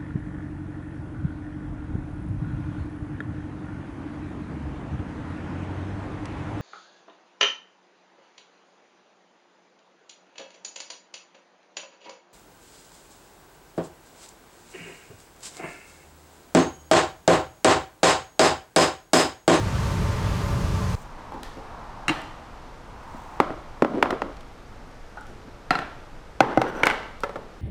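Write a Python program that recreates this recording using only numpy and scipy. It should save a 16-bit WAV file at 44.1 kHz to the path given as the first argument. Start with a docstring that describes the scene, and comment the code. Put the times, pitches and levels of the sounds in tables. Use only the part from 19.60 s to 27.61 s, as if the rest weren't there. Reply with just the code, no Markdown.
"""At a grill an extractor fan roars, then the scene cuts to a quiet dining room with dishes close to the microphone.
Dishes clink on a plastic cart, are set down and slid on a wooden table: blows are decaying modes plus a noisy
clack, slides are random slips through resonances, ticks are short ringing bursts. A noise tail is the brief
answer of the room. Fan and room air are coloured noise, the fan with narrow duct resonances on top."""
import sys
import numpy as np
from scipy import signal
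from scipy.fft import rfft, irfft, next_fast_len
from scipy.io import wavfile
from scipy.ndimage import uniform_filter1d, map_coordinates

SR = 44100
rng = np.random.default_rng(int(sys.argv[2]) if len(sys.argv) > 2 else 0)


def to_wav(s):
    """Save 16-bit WAV."""
    ch = np.atleast_2d(s).T  # columns
    pcm = np.round(np.clip(ch, -1, 1) * 32767)  # PCM
    wavfile.write(sys.argv[1], SR, pcm.astype(np.int16))


N = 353241
TIME = np.arange(N) / SR
CUT_S = 1.353  # from the grill to the dining room
RUB_GLIDE = 0.34  # a push over the wood starts low and ends high


def strike():
    """Each blow rings the modes of its dish and adds a dense clack; rows: direct sound, feed to the room."""
    # modes of a stack of dishes [f/Hz, level/dB, t60/s]; the next five tables have the same columns
    stack = [(150, -5, .09), (305, -7, .12), (328, -6, .12), (742, -9, .04), (920, -7, .03),
             (1178, -4, .03), (1351, -5, .035), (1674, -4, .03), (1986, -2, .03), (2228, -4, .04),
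             (2567, -5, .035), (2761, 3, .045), (3100, -2, .02), (3881, -9, .11), (4231, -11, .07),
             (5211, -15, .04), (5905, -14, .04), (6820, -11, .055), (7900, -16, .03), (8613, -10, .04)]
    # a side dish
    side_dish = [(257, -6.5, 0.068), (302, -8, 0.15), (385, 7, 0.017), (578, 2, 0.029), (788, 3.5, 0.029),
                 (1000, 11, 0.012), (1368, 7, 0.014), (1896, 6, 0.014), (2210, -7, 0.023),
                 (2660, 3.5, 0.0094), (3780, -36, 0.0099), (5270, -32, .012)]
    # a platter on the plastic cart
    platter_on_cart = [(150, -12, .05), (290, -13, .06), (490, -14, .05), (720, -11, .07), (775, -7, .07),
                       (1345, 0, .04), (1905, -6, .03), (2180, -9, .025), (2700, -8, .025),
                       (3000, -14, .03), (4080, -12, .06), (4620, -16, .03), (5180, -20, .025),
                       (7500, -20, .015)]
    # a platter on the table
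    platter = [(127, -11.5, 0.16), (205, -5, 0.033), (319, -5.5, 0.12), (503, -31, 0.042), (557, 8, 0.017),
               (773, 5, 0.053), (1295, 1, 0.035), (1503, 4, 0.032), (2070, -1, 0.038), (2500, -17, 0.037),
               (3750, -27, 0.023), (5100, -31, .015), (5920, -1.5, 0.014), (8700, -35, .015)]
    # a cup
    cup = [(329, -21.5, 0.084), (537, -17.5, 0.014), (1380, -14, 0.021), (1492, 5.5, 0.024),
           (1518, 9.5, 0.011), (1960, -2.5, 0.023), (2190, 5, 0.01), (2580, -1.5, 0.016),
           (2980, -6.5, 0.03), (4500, -18, 0.017), (5740, -26, 0.024), (8950, -16, 0.024),
           (12000, -30, 0.0067)]
    # the rim of a dish
    dish_rim = [(250, -10.5, 0.032), (419, -6.5, 0.044), (567, -4, 0.1), (910, -14, 0.045),
                (1346, -2, 0.053), (1740, -17, 0.14), (2030, -11, 0.067), (2720, -20, .02),
                (4300, -16, .015), (6000, -9, .012)]
    # modes, clack f/Hz, clack decay/s, extra clack to the room/dB, room share/dB
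    things = {"stack": (stack, 1280, 0.0026, 11.5, -24.5),
              "side dish": (side_dish, 880, 0.0032, 4.1, -26.5),
              "platter on cart": (platter_on_cart, 1220, 0.0041, 9.9, -27),
              "platter": (platter, 725, 0.0028, 4.5, -27.5),
              "cup": (cup, 1840, .0023, 9.8, -25.5),
              "dish rim": (dish_rim, 740, 0.0064, 8.3, -31.5)}
    # blows [t/s, thing, peak level/dB, contact time/ms, clack level/dB against the ring]
    blows = [(2.4813, "stack", -6, 0.027, -4.5), (2.492, "stack", -9, 0.14, -8),
             (2.4953, "stack", -6.5, .15, -24), (2.502, "stack", -27, 0.11, -8),
             (3.8012, "side dish", -1, 0.18, 1), (3.904, "side dish", -17, 1.2, -15),
             (4.2218, "side dish", -2, 0.54, 0.5), (4.2468, "side dish", -9.5, 1.7, -2),
             (4.4263, "side dish", -1.5, 0.16, 4), (4.4576, "side dish", -14, 0.25, -16),
             (4.506, "side dish", -13, 0.17, 6), (4.527, "side dish", -15.5, .38, -11),
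             (4.6189, "side dish", -12, 0.092, -5.5), (6.1067, "platter on cart", -3.5, 0.1, 0),
             (6.1532, "platter on cart", -10.5, 0.043, -15), (6.189, "platter on cart", -18.5, 0.16, -2),
             (6.217, "platter on cart", -23, 0.13, -16), (6.805, "platter", 2, 0.14, 2),
             (6.974, "platter", -1, 0.46, -2), (7.0164, "platter", -5.5, 0.11, 2),
             (7.2337, "cup", -1.5, .26, -2), (7.2359, "cup", -2, 0.19, -8), (7.2688, "cup", -1, .13, -1.5),
             (7.3, "cup", -9, 0.28, -1), (7.3096, "cup", -13, 0.33, -5),
             (7.635, "dish rim", -12, 0.083, -3.5), (7.6934, "dish rim", -23, .37, 7),
             (7.7576, "dish rim", -21.5, 1.8, 10)]
    ring_to_room_s = .014  # only the start of the ring feeds the room

    out = np.zeros((2, N))
    t = TIME[:SR // 5]
    for s, thing, peak_db, contact_ms, clack_db in blows:
        modes, clack_hz, clack_s, diffuse_db, room_db = things[thing]
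        hz, db, t60 = (column[:, None] for column in np.transpose(modes))
        # neighbouring modes swing against each other
        sign = (-1.) ** np.arange(len(modes))[:, None]
        # no two blows ring quite alike
        chance = rng.standard_normal((2, len(modes), 1))
        gain = undb(db + 1.5 * chance[0])
        pitch = hz * (1 + .004 * chance[1])
        swing = sign * gain * np.sin(2 * np.pi * pitch * t)
        ring = np.sum(swing * 1000. ** (-t / t60), axis=0)
        ring = ring / abs(ring).max()

        clack = band(rng.standard_normal(len(t)), clack_hz, 1.2 * clack_hz) * np.exp(-t / clack_s)
        clack = undb(clack_db) * clack / abs(clack).max()
        # the clack spreads through the furniture, so the room gets more of it
        diffuse = undb(diffuse_db) * spread(clack, clack_hz, 1.17 * clack_hz)
        to_room = ring * np.exp(-t / ring_to_room_s) + diffuse
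        # a longer, softer contact dulls the treble
        keep = np.exp(-1000 / (max(contact_ms, .01) * SR))
        sound, sent = signal.lfilter([1], [1, -keep], [ring + clack, to_room])
        add(out, s, sound, sent, peak_db, room_db)
    return out


def slide(rows, rub, slips_hz, spread_db, glide=0):
    """Uneven random slips shake a few damped resonances, whose pitch may climb along a push."""
    slips = (rng.random(N) < slips_hz / SR) * rng.standard_normal(N)
    slips = slips * undb(spread_db * walk(70))
    rubbed = unit(sum(undb(db) * unit(band(band(slips, hz, width), hz, 2 * width))
                      for hz, width, db in rub))
    climb = sum((TIME - s) / half * np.exp(-((TIME - s) / half) ** 2 / 2) for s, half, _ in rows)
    # reading the rubbing slower or faster bends its pitch
    position = np.cumsum(np.exp(glide * climb))
    return swells(rows) * map_coordinates(rubbed, [position], order=1, mode="mirror")


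def side_dish_slide():
    """The side dish slips over the wood grain in short pushes that rise in pitch."""
    # pushes [t/s of the peak, half length/s, level/dB]
    pushes = [(3.92, 0.025, -43), (4.36, 0.049, -24.5), (4.47, 0.041, -35), (4.535, 0.023, -27.5),
              (4.67, 0.048, -36.5)]
    # resonances rubbed into sound [f/Hz, width/Hz, level/dB]
    rub = [(264, 72, -2), (332, 190, 20), (457, 400, 0), (855, 140, -16), (1400, 590, -16.5)]
    return slide(pushes, rub, 1800, 1.2, RUB_GLIDE)


def platter_slide():
    """The platter slips more densely and evenly over the grain, again rising in pitch."""
    # pushes [t/s of the peak, half length/s, level/dB]
    pushes = [(6.91, 0.053, -31.5), (7.06, 0.057, -29.5), (7.19, .05, -30), (7.27, .03, -25)]
    # resonances rubbed into sound [f/Hz, width/Hz, level/dB]
    rub = [(294, 240, -1), (435, 360, 13.5), (760, 300, 5.5), (1380, 150, 7.5), (2480, 280, -7)]
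    return slide(pushes, rub, 2500, 0.63, RUB_GLIDE)


def platter_squeal():
    """Dense, very uneven slips in high resonances: a thin squeal as the platter drags."""
    # the drag [t/s of the peak, half length/s, level/dB]
    drag = [(7.13, 0.13, -56.5)]
    # squealing resonances [f/Hz, width/Hz, level/dB]
    rub = [(5900, 250, 0), (8000, 400, -11), (8750, 300, -9), (13000, 1500, -11)]
    return slide(drag, rub, 4000, 3.2)


def ticks():
    """Small ticks and far knocks: short bursts through one resonance each, with a bright snap on top."""
    # ticks [t/s, peak level/dB, ring f/Hz, ring width/Hz, snap level/dB against the ring, room share/dB]
    tick_rows = [(1.7211, -25.5, 595, 790, -20, -14), (1.742, -30.5, 289, 200, -15, -18),
                 (1.832, -27, 1400, 910, 6, -12), (1.97, -29.5, 220, 400, -19, -19.5),
                 (2.371, -34, 990, 200, -20, -27), (2.617, -41, 7000, 8000, -20, -17),
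                 (3.545, -31.5, 169, 170, -25, -29), (4.768, -41, 2760, 3000, -10, -24),
                 (4.808, -38, 2930, 2980, -6, -25), (5.571, -32, 835, 300, -20, -20),
                 (5.573, -32, 1420, 120, -20, -19), (5.61, -46, 7000, 6000, -20, -18),
                 (5.668, -43, 5000, 8000, -10, -9), (5.698, -35.5, 223, 248, -25, -15.5),
                 (5.874, -34, 198, 250, -27, -32), (7.2558, -21, 8400, 880, 8, -32),
                 (7.605, -35.5, 5730, 9800, -15, -12)]
    burst_t60_s, pitch_power = 0.03, 0.42  # decay of a wide ring at 1 kHz, shorter for higher rings
    sharp_power = 0.35  # narrower rings last longer
    snap_hz, snap_width_hz, snap_t60_s = 3470, 3000, .015

    out = np.zeros((2, N))
    t = TIME[:SR // 5]
    for s, peak_db, hz, width_hz, snap_db, room_db in tick_rows:
        t60 = burst_t60_s * (1000 / hz) ** pitch_power * max(hz / width_hz, 1) ** sharp_power
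        burst = rng.standard_normal(len(t)) * 1000. ** (-t / t60)
        ring = band(band(burst, hz, width_hz), hz, width_hz)
        ring = ring / abs(ring).max()
        snap = rng.standard_normal(len(t)) * 1000. ** (-t / snap_t60_s)
        snap = band(snap, snap_hz, snap_width_hz)
        snap = undb(snap_db) * snap / abs(snap).max()
        to_room = ring + spread(snap, snap_hz, snap_width_hz)
        add(out, s, ring + snap, to_room, peak_db, room_db)
    return out


def hall(send):
    """Diffuse room tail that builds up over the first reflections; each band decays at its own rate."""
    # bands of the tail [f/Hz, t60/s, level/dB of the energy per Hz]
    tail_bands = [(146, 0.6, 5.5), (503, 0.71, 4.5), (1520, 0.49, -2.5), (3670, 0.79, -5.5),
                  (10000, 0.42, -10)]
    t = TIME[:SR]
    tail = 0
    for hz, t60, db in tail_bands:
        noise = unit(band(rng.standard_normal(SR), hz, 1.8 * hz))
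        # wide bands hold more energy, long decays need less level for it
        tail = tail + undb(db) * noise * np.sqrt(hz / t60) * 1000. ** (-t / t60)
    tail *= 1 - np.exp(-(t / 0.0078) ** 2)
    tail /= np.sqrt(np.sum(tail ** 2))
    return signal.fftconvolve(send, tail)[:N] * undb(10.5)


def fan():
    """Broad air roar with narrow duct resonances driven by noise; it stops dead at the cut."""
    # colour of the roar [f/Hz, level/dB per Hz]
    roar_spectrum = [(12, -49), (20, -11), (99, -0.5), (189, -10), (272, -20), (414, -21), (503, -24),
                     (563, -22), (766, -25.5), (1040, -23.5), (1590, -28), (3390, -36.5), (6640, -39.5),
                     (13800, -54), (16300, -63)]
    # duct resonances [f/Hz, width/Hz, level/dB]
    duct_modes = [(52.7, 11, -9.5), (95.2, 4, -4.5), (140, 12, -26), (181.7, 17, -9.5), (427, 27, -17.5),
                  (569.6, 17, -17), (904, 21, -16.5), (1036, 8.8, -16.5), (1168, 39, -17.5)]
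    duct = sum(undb(db) * unit(band(band(rng.standard_normal(N), hz, width), hz, width))
               for hz, width, db in duct_modes)
    roar = unit(air(roar_spectrum, 0.78) + undb(-4.5) * duct)
    return (TIME < CUT_S) * undb(-23.5) * roar


def dining_room():
    """Ventilation rumble and hiss from the cut on, slowly sinking, and a distant rush near 900 Hz."""
    # colour of the room air [f/Hz, level/dB per Hz]
    room_spectrum = [(7.1, -30), (12, 13.5), (30, -1.5), (65, -9.5), (211, -18), (246, -16.5), (410, -21.5),
                     (449, -18.5), (685, -21), (927, -21), (1050, -25), (1180, -22.5), (2750, -34.5),
                     (5840, -41), (14900, -60), (16300, -90)]
    # swelling and fading of the distant rush [t/s, level/dB]
    rush_level = [(1.36, -48.5), (2.5, -43.5), (3.25, -50), (3.65, -45.5), (4.1, -51.5), (4.8, -68)]
    room_db, sinks_db_per_s = -38, 0.25
    rush = unit(band(band(rng.standard_normal(N), 890, 410), 930, 680)) * undb(1.8 * walk(8.6))
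    level = (TIME >= CUT_S) * undb(room_db - sinks_db_per_s * (TIME - CUT_S))
    return level * air(room_spectrum, 0.21) + curve(rush_level) * rush


def faint_high_hiss():
    """Random slips in two wide high resonances: a treble tail fading at the cut, later a faint high hiss."""
    # swells of the hiss [t/s of the peak, half length/s, level/dB]
    hiss_swells = [(1.36, 0.12, -60), (3.63, 0.24, -65)]
    return slide(hiss_swells, [(13400, 2500, -1), (7000, 4000, 7)], 3000, 1.2)


def air(spectrum, flicker_db):
    """Noise of the given colour; each octave flickers on its own."""
    size = next_fast_len(N)
    hz = np.arange(size // 2 + 1) * SR / size + 1  # 1 Hz up, to keep the logarithm finite
    points, db = np.transpose(spectrum)
    colour = undb(np.interp(np.log(hz), np.log(points), db))
    shaped = rfft(rng.standard_normal(size)) * colour
    octave = np.log2(hz / 16)
    total = 0
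    for k in range(11):
        share = np.clip(1 - abs(octave - k), 0, 1)  # overlapping triangles
        total = total + undb(flicker_db * walk(6)) * irfft(shaped * share, size)[:N]
    return unit(total)


def spread(burst, hz, width_hz):
    """An even click of similar colour and equal energy to the burst: what the walls get from all sides."""
    click = band(np.arange(len(burst)) == 0, hz, width_hz)
    return click * np.sqrt(np.sum(burst ** 2) / np.sum(click ** 2))


def add(out, s, sound, sent, peak_db, room_db):
    """Place a sound at its moment, as heard directly and as fed to the room."""
    start = int(s * SR)
    gains = undb([[peak_db], [peak_db + room_db]])
    pair = gains * [sound, sent] / abs(sound).max()
    out[:, start:start + len(sound)] += pair[:, :N - start]


def swells(rows):
    """Gain over time from (t/s, half length/s, level/dB) rows: each rises and falls like a bell curve."""
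    return sum(undb(db) * np.exp(-((TIME - s) / half) ** 2) for s, half, db in rows)


def curve(rows):
    """Gain over time from (t/s, level/dB) rows, silent outside them."""
    s, db = np.transpose(rows)
    return undb(np.interp(TIME, s, db, left=-200, right=-200))


def walk(rate):
    """Random levels held 1 / rate s and smoothed twice; spread near 1."""
    hold = int(SR / rate)
    steps = np.repeat(rng.standard_normal(N // hold + 1), hold)
    return 1.6 * uniform_filter1d(uniform_filter1d(steps, hold), hold)[:N]


def band(x, hz, width_hz):
    """Resonance of gain 1 at its centre."""
    return signal.lfilter(*signal.iirpeak(min(hz, .45 * SR), hz / width_hz, fs=SR), x)


def unit(x):
    """Scale to an RMS level of 1."""
    return x / np.sqrt(np.mean(x ** 2))


def undb(db):
    """Amplitude factor from decibels."""
    return 10 ** (np.asarray(db) / 20)


def scene():
    """Dishes close by with their room tail, over the faint hiss, the fan and then the dining room air."""
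    direct, send = strike() + ticks()
    slides = side_dish_slide() + platter_slide() + platter_squeal()
    # small dishes radiate no deep bass
    bass_cut = signal.butter(3, 110, "high", fs=SR, output="sos")
    near = signal.sosfilt(bass_cut, direct + slides + hall(send))
    return (near + faint_high_hiss() + fan() + dining_room())[None]


def record(dry):
    """The microphone drops the deepest rumble, peaks beyond full scale clip, the top is cut."""
    rumble_cut = signal.butter(2, 22, "high", fs=SR, output="sos")
    top_cut = signal.ellip(8, .2, 70, 16400, fs=SR, output="sos")
    heard = signal.sosfilt(rumble_cut, dry)
    return signal.sosfilt(top_cut, np.clip(heard, -1, 1))


dry = scene()
out = record(dry)
to_wav(out)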